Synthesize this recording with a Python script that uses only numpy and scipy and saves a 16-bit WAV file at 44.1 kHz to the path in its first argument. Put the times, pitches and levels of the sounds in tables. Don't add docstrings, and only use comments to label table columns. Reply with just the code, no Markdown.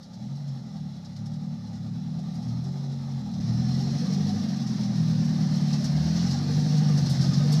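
import sys
import numpy as np
from scipy import signal
from scipy.fft import rfft, irfft, next_fast_len
from scipy.io import wavfile
from scipy.ndimage import uniform_filter1d

SR = 44100
rng = np.random.default_rng(int(sys.argv[2]) if len(sys.argv) > 2 else 0)


def gain_from_db(level_db):
    decades = np.asarray(level_db, float) / 20
    return 10 ** decades


def wav_record(signal):
    frames = np.transpose(np.atleast_2d(signal))
    bounded = np.clip(frames, -1, 1)
    quanta = np.round(bounded * 32767).astype(np.int16)
    wavfile.write(sys.argv[1], SR, quanta)


N = 335160
CUT_S = 3.398
PIPE_LAG = -0.75

# time in seconds, level in dB.
WIND = [
    (0.0, -68),
    (3.96, -77),
    (4.06, -75),
    (7.34, -60),
    (7.6, -47),
]
# time in seconds, level in dB.
NEARNESS = [(0.0, -54), (0.43, -52), (1.45, -52), (3.04, -48), (3.39, -48), (3.41, -45.5), (3.67, -43),
            (4.06, -41.5), (4.77, -43), (6.3, -39.5), (6.79, -40), (7.2, -38.5), (7.6, -39)]
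# frequency in Hz, level in dB per Hz.
FAR_RUMBLE = [(160, -3), (280, 3), (318, -2.5), (351, -8), (383, -5.5), (414, -9.5), (600, -2.5),
              (662, -6.5), (709, -2.5), (829, -1), (1040, -18.5), (1200, -9.5), (1540, -19.5), (2000, -16),
              (2900, -34.5), (3770, -48), (6380, -120)]
NEAR_RUMBLE = [(160, -10.5), (280, 0), (334, -6), (383, -9), (414, -17), (461, -12), (504, -10.5),
               (682, -11.5), (745, -7.5), (1030, -21), (1200, -15), (1340, -21.5), (1870, -18),
               (2230, -24.5), (2900, -36), (3770, -57), (6380, -120)]
# frequency in Hz, level in dB per Hz.
FAR_HISS = [(1470, -44), (2500, -12.5), (3130, -11.5), (3440, -4), (3730, -5.5), (3980, 1.5), (4680, -6),
            (5290, -0.5), (5690, -4), (7560, -19), (9620, -25), (13300, -27.5), (14200, -36)]
NEAR_HISS = [(1470, -32), (2500, -11), (3110, -9), (4220, 0.5), (4640, -1.5), (5330, 1.5), (5820, -1.5),
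             (7190, -16.5), (8370, -20.5), (13300, -27), (14200, -31)]
# far level in dB, near level in dB.
HISS_DB = [-5, -2.6]
# time in seconds, lower resonance in Hz, upper resonance in Hz, strength in dB.
PANELS = [
    (3.4, 4100, 5600, -1),
    (3.52, 4080, 5280, 8.5),
    (4.09, 4270, 5640, 6),
    (4.76, 3760, 5460, 1.5),
    (7.6, 4740, 5430, 3.5),
]
# time in seconds, peak in dB, treble against the peak in dB, ring time to -60 dB in seconds.
CLANKS = [(0.0294, -37.5, -24, 0.16), (0.1344, -38.5, -24, 0.15), (0.3544, -38.5, -22, 0.084),
          (0.475, -41, -23, 0.22), (1.05, -31, -28, 0.077), (1.1667, -30, -26, 0.058),
          (1.2605, -32, -24, 0.093), (1.3379, -34.5, -26, 0.078), (1.7315, -40, -27, 0.16),
          (2.3411, -42, -19, 0.18), (2.4244, -41.5, -23, 0.28), (2.6394, -38.5, -24, 0.25),
          (3.3398, -36, -31, 0.12), (3.6894, -29, -24, 0.069), (4.1294, -32, -22, 0.21),
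          (4.67, -25.5, -26, 0.086), (4.8344, -25, -31, 0.071), (5.2494, -31, -23, 0.1),
          (2.7694, -43, -26, 0.18), (5.731, -26.5, -27, 0.28), (5.844, -22, -21.5, 0.16),
          (6.1599, -29.5, -32, 0.9), (6.3094, -24, -23, 0.19), (6.7715, -28.5, -21, 0.26),
          (6.9765, -24, -21, 0.14), (7.0609, -20.5, -23.5, 0.064), (7.0968, -26.5, -15, 0.44),
          (7.212, -27.5, -19, 0.5), (7.3344, -25, -27, 0.11), (7.5233, -21.5, -15.5, 0.18)]
# frequency in Hz, level in dB.
CLANK_BODY = [(900, -11), (1500, -9), (2600, -15), (4000, -1), (5400, 5), (6600, -7), (8000, -19)]
# time in seconds, peak in dB, ring in Hz.
KNOCKS = [(3.515, -41, 835), (3.615, -38, 750), (3.8, -36.5, 800), (3.928, -38.5, 577), (4.195, -38, 742),
          (4.291, -31, 735), (4.449, -41, 586), (4.633, -42, 800), (5.453, -44, 543), (5.635, -44, 854),
          (5.741, -37, 835), (5.802, -36, 600), (5.96, -41, 603), (6.067, -42, 730), (6.16, -38, 780),
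          (6.253, -34, 800), (6.34, -34, 794), (7.224, -44, 730), (7.397, -41, 594), (7.484, -47, 520)]
# start in seconds, end in seconds, pitch in Hz, level in dB, fade in dB per cycle.
DRONES = [
    (2.6, 2.98, 383, -50, 3),
    (3.75, 3.98, 383, -46, 5),
    (3.95, 4.48, 470, -39, 26),
    (6.38, 7.06, 462, -38, 24),
    (7.38, 7.7, 465, -34, 24),
    (3.55, 4.6, 730, -48, 12),
    (6.45, 7.1, 745, -48, 8),
    (3.9, 4.7, 1200, -55, 24),
    (7.15, 7.5, 1230, -46, 22),
]
# time in seconds, firings per second.
SPEED = [(0.04, 32.0), (0.39, 49.0), (1.02, 32.6), (1.32, 38.4), (1.82, 35.8), (2.0, 40.0), (2.56, 39.4),
         (2.72, 46.6), (3.17, 45.6), (3.37, 35.8), (3.78, 45.0), (4.36, 51.2), (4.73, 41.2), (5.9, 36.0),
         (6.46, 49.2), (6.84, 50.9), (7.2, 44.2), (7.6, 51.0)]
# time in seconds, level in dB.
LOAD = [(0.0, -48), (0.25, -36.5), (0.45, -42), (0.85, -36), (1.05, -41.5), (1.4, -33.5), (1.65, -36.5),
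        (2.0, -34), (2.58, -33), (2.75, -39.5), (3.12, -36.5), (3.3, -31.5), (3.55, -28), (4.3, -30),
        (5.4, -25), (6.3, -29.5), (6.68, -29.5), (7.6, -27.5)]
# frequency in Hz, level in dB per Hz.
PIPE = [(18, -65), (30, -68), (49, -36.5), (62, -44), (80, -18), (108, -13), (135, -2.5), (165, 1),
        (200, -2), (235, -4.5), (265, -15.5), (300, -30), (380, -36.5), (430, -39.5), (550, -68)]
# far level in dB, near level in dB.
SCATTER_DB = [-13., -18.]
# far level in dB, near level in dB.
BOOM_DB = [
    (-20.5, -30.5),
    (-14.5, -17),
    (-16, -8.5),
]
# harmonic number, start in seconds, end in seconds, level in dB.
SINGING = [(3, 0.4, 0.21, -44), (4, 0.3, .25, -45.5), (2, 0.5, 0.27, -49), (2, 2.5, 2.7, -48),
           (3, .32, 0.56, -35), (3, 1.2, 1.03, -41), (4, 0.76, 0.9, -36.5), (4, 1.2, 1.52, -37),
           (3, 1.2, 1.32, -39), (3, 1.6, 1.95, -40.5), (4, 1.81, 2.36, -38), (4, 2.58, 2.72, -36),
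           (3, 2.5, 3.17, -32), (2, 2.95, 3.3, -48), (4, 3.42, 3.82, -33), (3, 3.5, 3.97, -28),
           (2, 3.55, 3.95, -43), (3, 4.14, 4.22, -29.5), (2, 4.25, 4.37, -37.5), (4, 4.05, 4.53, -30),
           (3, 4.5, 5.2, -34), (4, 5, 5.8, -26.5), (4, 5.9, 6.25, -26), (2, 6, 6.6, -39.5),
           (3, 6.28, 6.45, -27.5), (3, 6.55, 6.97, -21), (4, 6.82, 6.97, -32), (2, 6.95, 7.45, -42.5),
           (3, 7.05, 7.3, -24.5), (4, 7.26, 7.34, -29), (3, 7.42, 7.7, -19.5)]
# time in seconds, depth from 0 to 1.
THROB = [
    (0.0, 0.0),
    (6.95, 0.0),
    (7.03, .6),
    (7.36, .6),
    (7.46, .1),
    (7.6, .1),
]


def rms_one(x):
    return x / np.sqrt(np.mean(x ** 2) + 1e-20)


def in_time(rows):
    s, *columns = np.transpose(rows)
    return [np.interp(np.arange(N) / SR, s, column) for column in columns]


def at_hz(points, hz):
    point_hz, point_db = np.array(points).T
    return np.interp(np.log(hz), np.log(point_hz), point_db, left=-90, right=-90)


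def coloured(x, points):
    size = next_fast_len(N)
    hz = np.arange(size // 2 + 1) * SR / size + 1e-3
    spectrum = rfft(x, size) * gain_from_db(at_hz(points, hz))
    return rms_one(irfft(spectrum, size)[:N])


def drift(rate_hz, size=1):
    r = np.exp(-80 * np.pi * rate_hz / SR)
    slow = signal.lfilter([1], [1, -2 * r, r * r], rng.standard_normal(N // 40 + 2002))[2000:]
    return np.interp(np.arange(0, N, size) / 40, np.arange(len(slow)), rms_one(slow))


def far_near(far, near):
    return np.where(np.arange(N) < CUT_S * SR, far, near)


def patches(shape, size):
    field = rng.standard_normal(shape)
    for _ in range(2):
        field = uniform_filter1d(field, size=size[0], axis=0)
        field = uniform_filter1d(field, size=size[1], axis=1)
    return rms_one(field)


def wind():
    air = coloured(rng.standard_normal(N), [(12, -2), (30, -9), (60, 6), (90, -24)])
    return gain_from_db(in_time(WIND)[0] + 1.5 * drift(3.0)) * air


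def street_echoes(x):
    hz, s, cells = signal.stft(x, SR, nperseg=1024)
    times, low_hz, high_hz, panel_db = np.transpose(PANELS)
    db = 0.77 * patches(cells.shape, size=(3, 10)) + 2.19 * patches(cells.shape, size=(1, 5))
    strength_db = np.interp(s, times, panel_db, left=0)
    for panel_hz in (low_hz, high_hz):
        centre_hz = np.interp(s, times, panel_hz)
        db += strength_db * np.exp(-((hz[:, None] - centre_hz) / 59.0) ** 2)
    return signal.istft(cells * gain_from_db(db), SR, nperseg=1024)[1][:N]


def rattles(firings, near_db):
    starts = np.flatnonzero(np.diff(np.floor(firings / 4)))
    rows = []
    for i, (late, luck) in zip(starts, rng.standard_normal((len(starts), 2))):
        rows.append((i / SR + 0.0197 * late, near_db[i] + 5 + 2.5 * luck, -23, 0.12))
    return rows


def clanks(rows):
    body, treble = np.zeros(N), np.zeros(N)
    t = np.arange(int(0.2 * SR)) / SR
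    for s, db, treble_db, t60 in rows:
        shape = (1 - np.exp(-t / 0.0055)) * gain_from_db(db - 9.5 - 60 * t / max(t60, 0.02))
        i = int(np.clip((s - 0.004) * SR, 0, N - 1))
        body[i:i + len(t)] += shape[:N - i]
        bright_shape = shape * np.exp(-t / 0.048)
        treble[i:i + len(t)] += gain_from_db(treble_db + 9.0) * bright_shape[:N - i]
    dull = coloured(rng.standard_normal(N), CLANK_BODY)
    bright = coloured(rng.standard_normal(N), [(6500, 2.5), (8000, 3), (11000, -2.5), (14500, -10)])
    return body * dull + treble * bright


def knocks():
    out, t = np.zeros(N), np.arange(int(0.15 * SR)) / SR
    for s, db, hz in KNOCKS:
        envelope = gain_from_db(db + 1.0 - 60 * t / 0.1) * (1 - np.exp(-t / 0.0052))
        ring = envelope * np.sin(2 * np.pi * hz * t)
        i = int(s * SR)
        out[i:i + len(t)] += ring[:N - i]
    return out


def drones(firings):
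    t, out, cycle = np.arange(N) / SR, np.zeros(N), firings / 4
    for start, end, hz, db, fade_db in DRONES:
        swell = np.clip(np.minimum(t - start, end - t) / 0.08, 0, 1)
        since_blow = (cycle + rng.random()) % 1
        blows = uniform_filter1d(gain_from_db(-fade_db * since_blow), size=300)
        wander = np.cumsum(fade_db * drift(12.0)) / SR
        tone = np.sin(2 * np.pi * (hz * t + wander))
        out += gain_from_db(db + 1.04 * drift(10.0)) * swell * blows * tone
    return out


def gear(firings, far, near, level_db, beat, flicker_db):
    throb = 1 + np.clip(beat, 0, 1) * np.cos(np.pi / 2 * firings)
    white = rng.standard_normal(N) * throb
    return gain_from_db(level_db + flicker_db) * far_near(coloured(white, far), coloured(white, near))


def running_gear(firings):
    near_db, = in_time(NEARNESS)
    shake = drift(8.9)
    rumble = gear(firings, FAR_RUMBLE, NEAR_RUMBLE, near_db, 0.14, 0.25 * shake)
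    rumble *= 1 + 0.08 * np.cos(2 * np.pi * firings)
    flicker_db = 0.81 * shake + 0.5 * drift(43.0)
    hiss = gear(firings, FAR_HISS, NEAR_HISS, near_db + far_near(*HISS_DB), 0.02, flicker_db)
    metal = clanks([*CLANKS, *rattles(firings, near_db)])
    return gain_from_db(-2.0) * street_echoes(rumble + hiss + metal) + knocks() + drones(firings)


def singing_db(harmonic, rest_db):
    t, db = np.arange(N) / SR, rest_db
    for k, start, end, top_db in SINGING:
        if k == harmonic:
            outside_s = np.minimum(0, np.minimum(t - start, end - t))
            db = np.maximum(db, top_db + 100 * outside_s)
    return db + 1.5 * drift(5.4)


def firing_lines(rate, firings):
    slow = 16
    first_db, uneven_db = 9, (3.5, -4, -2.5, -4)
    lines = 0
    for quarter in range(4, 41):
        if quarter in (8, 12, 16):
            continue
        multiple = quarter / 4
        line_db = first_db if quarter == 4 else uneven_db[quarter % 4]
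        db = at_hz(PIPE, rate[::slow] * multiple) + line_db + 3.0 * drift(1.57, size=slow)
        sign = -1 if multiple % 1 == 0.75 else 1
        lag = PIPE_LAG * np.ceil(multiple - 0.5) ** 2 + 0.35 * drift(1.5, size=slow)
        lines = lines + sign * gain_from_db(db) * np.cos(2 * np.pi * multiple * firings[::slow] - lag)
    return signal.resample_poly(lines, slow, 1)[:N]


def boom(firings, body_db):
    out = 0
    for k, db in zip(range(2, 5), BOOM_DB):
        tone = np.cos(2 * np.pi * k * firings - PIPE_LAG * k ** 2)
        out = out + gain_from_db(singing_db(k, body_db + far_near(*db))) * tone
    return np.sqrt(2) * out * (1 - in_time(THROB)[0] * np.cos(np.pi / 2 * firings))


def exhaust(rate, firings):
    body_db, = in_time(LOAD)
    bangs = np.diff(np.floor(firings), prepend=0) * rng.standard_normal(N)
    scatter = coloured(bangs + 0.13 * rng.standard_normal(N), PIPE)
    body = rms_one(firing_lines(rate, firings)) + gain_from_db(far_near(*SCATTER_DB)) * scatter
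    band = signal.sosfilt(signal.butter(2, [160, 290], "band", fs=SR, output="sos"), body)
    body /= np.sqrt(uniform_filter1d(band ** 2, size=SR // 3) + 1e-9)
    return gain_from_db(body_db - 1.0) * body + boom(firings, body_db)


def scene():
    flywheel_s = 0.12
    rate = uniform_filter1d(in_time(SPEED)[0], size=int(flywheel_s * SR), mode="nearest")
    firings = np.cumsum(rate) / SR
    street = wind() + running_gear(firings) + exhaust(rate, firings)
    fade = np.clip(abs(np.arange(N) / SR - CUT_S) / 0.004, 0, 1)
    return (street * np.sin(np.pi / 2 * fade) ** 2)[None]


def low_pass(x):
    return signal.sosfilt(signal.butter(12, 14400, fs=SR, output="sos"), x)


def record(dry):
    hz, s, cells = signal.stft(dry[0], SR, nperseg=1024)
    starved = np.clip((hz[:, None] - 6000) / 3000, 0, 1) * (s > CUT_S)
    dropped = patches(cells.shape, size=(5, 2)) > 4 - 3.1 * starved
    gain = np.where(dropped, gain_from_db(-22), 1) * (hz[:, None] < 14000)
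    kept = signal.istft(cells * gain, SR, nperseg=1024)[1][:N]
    return low_pass(kept[None])


dry = scene()
out = record(dry)
wav_record(out)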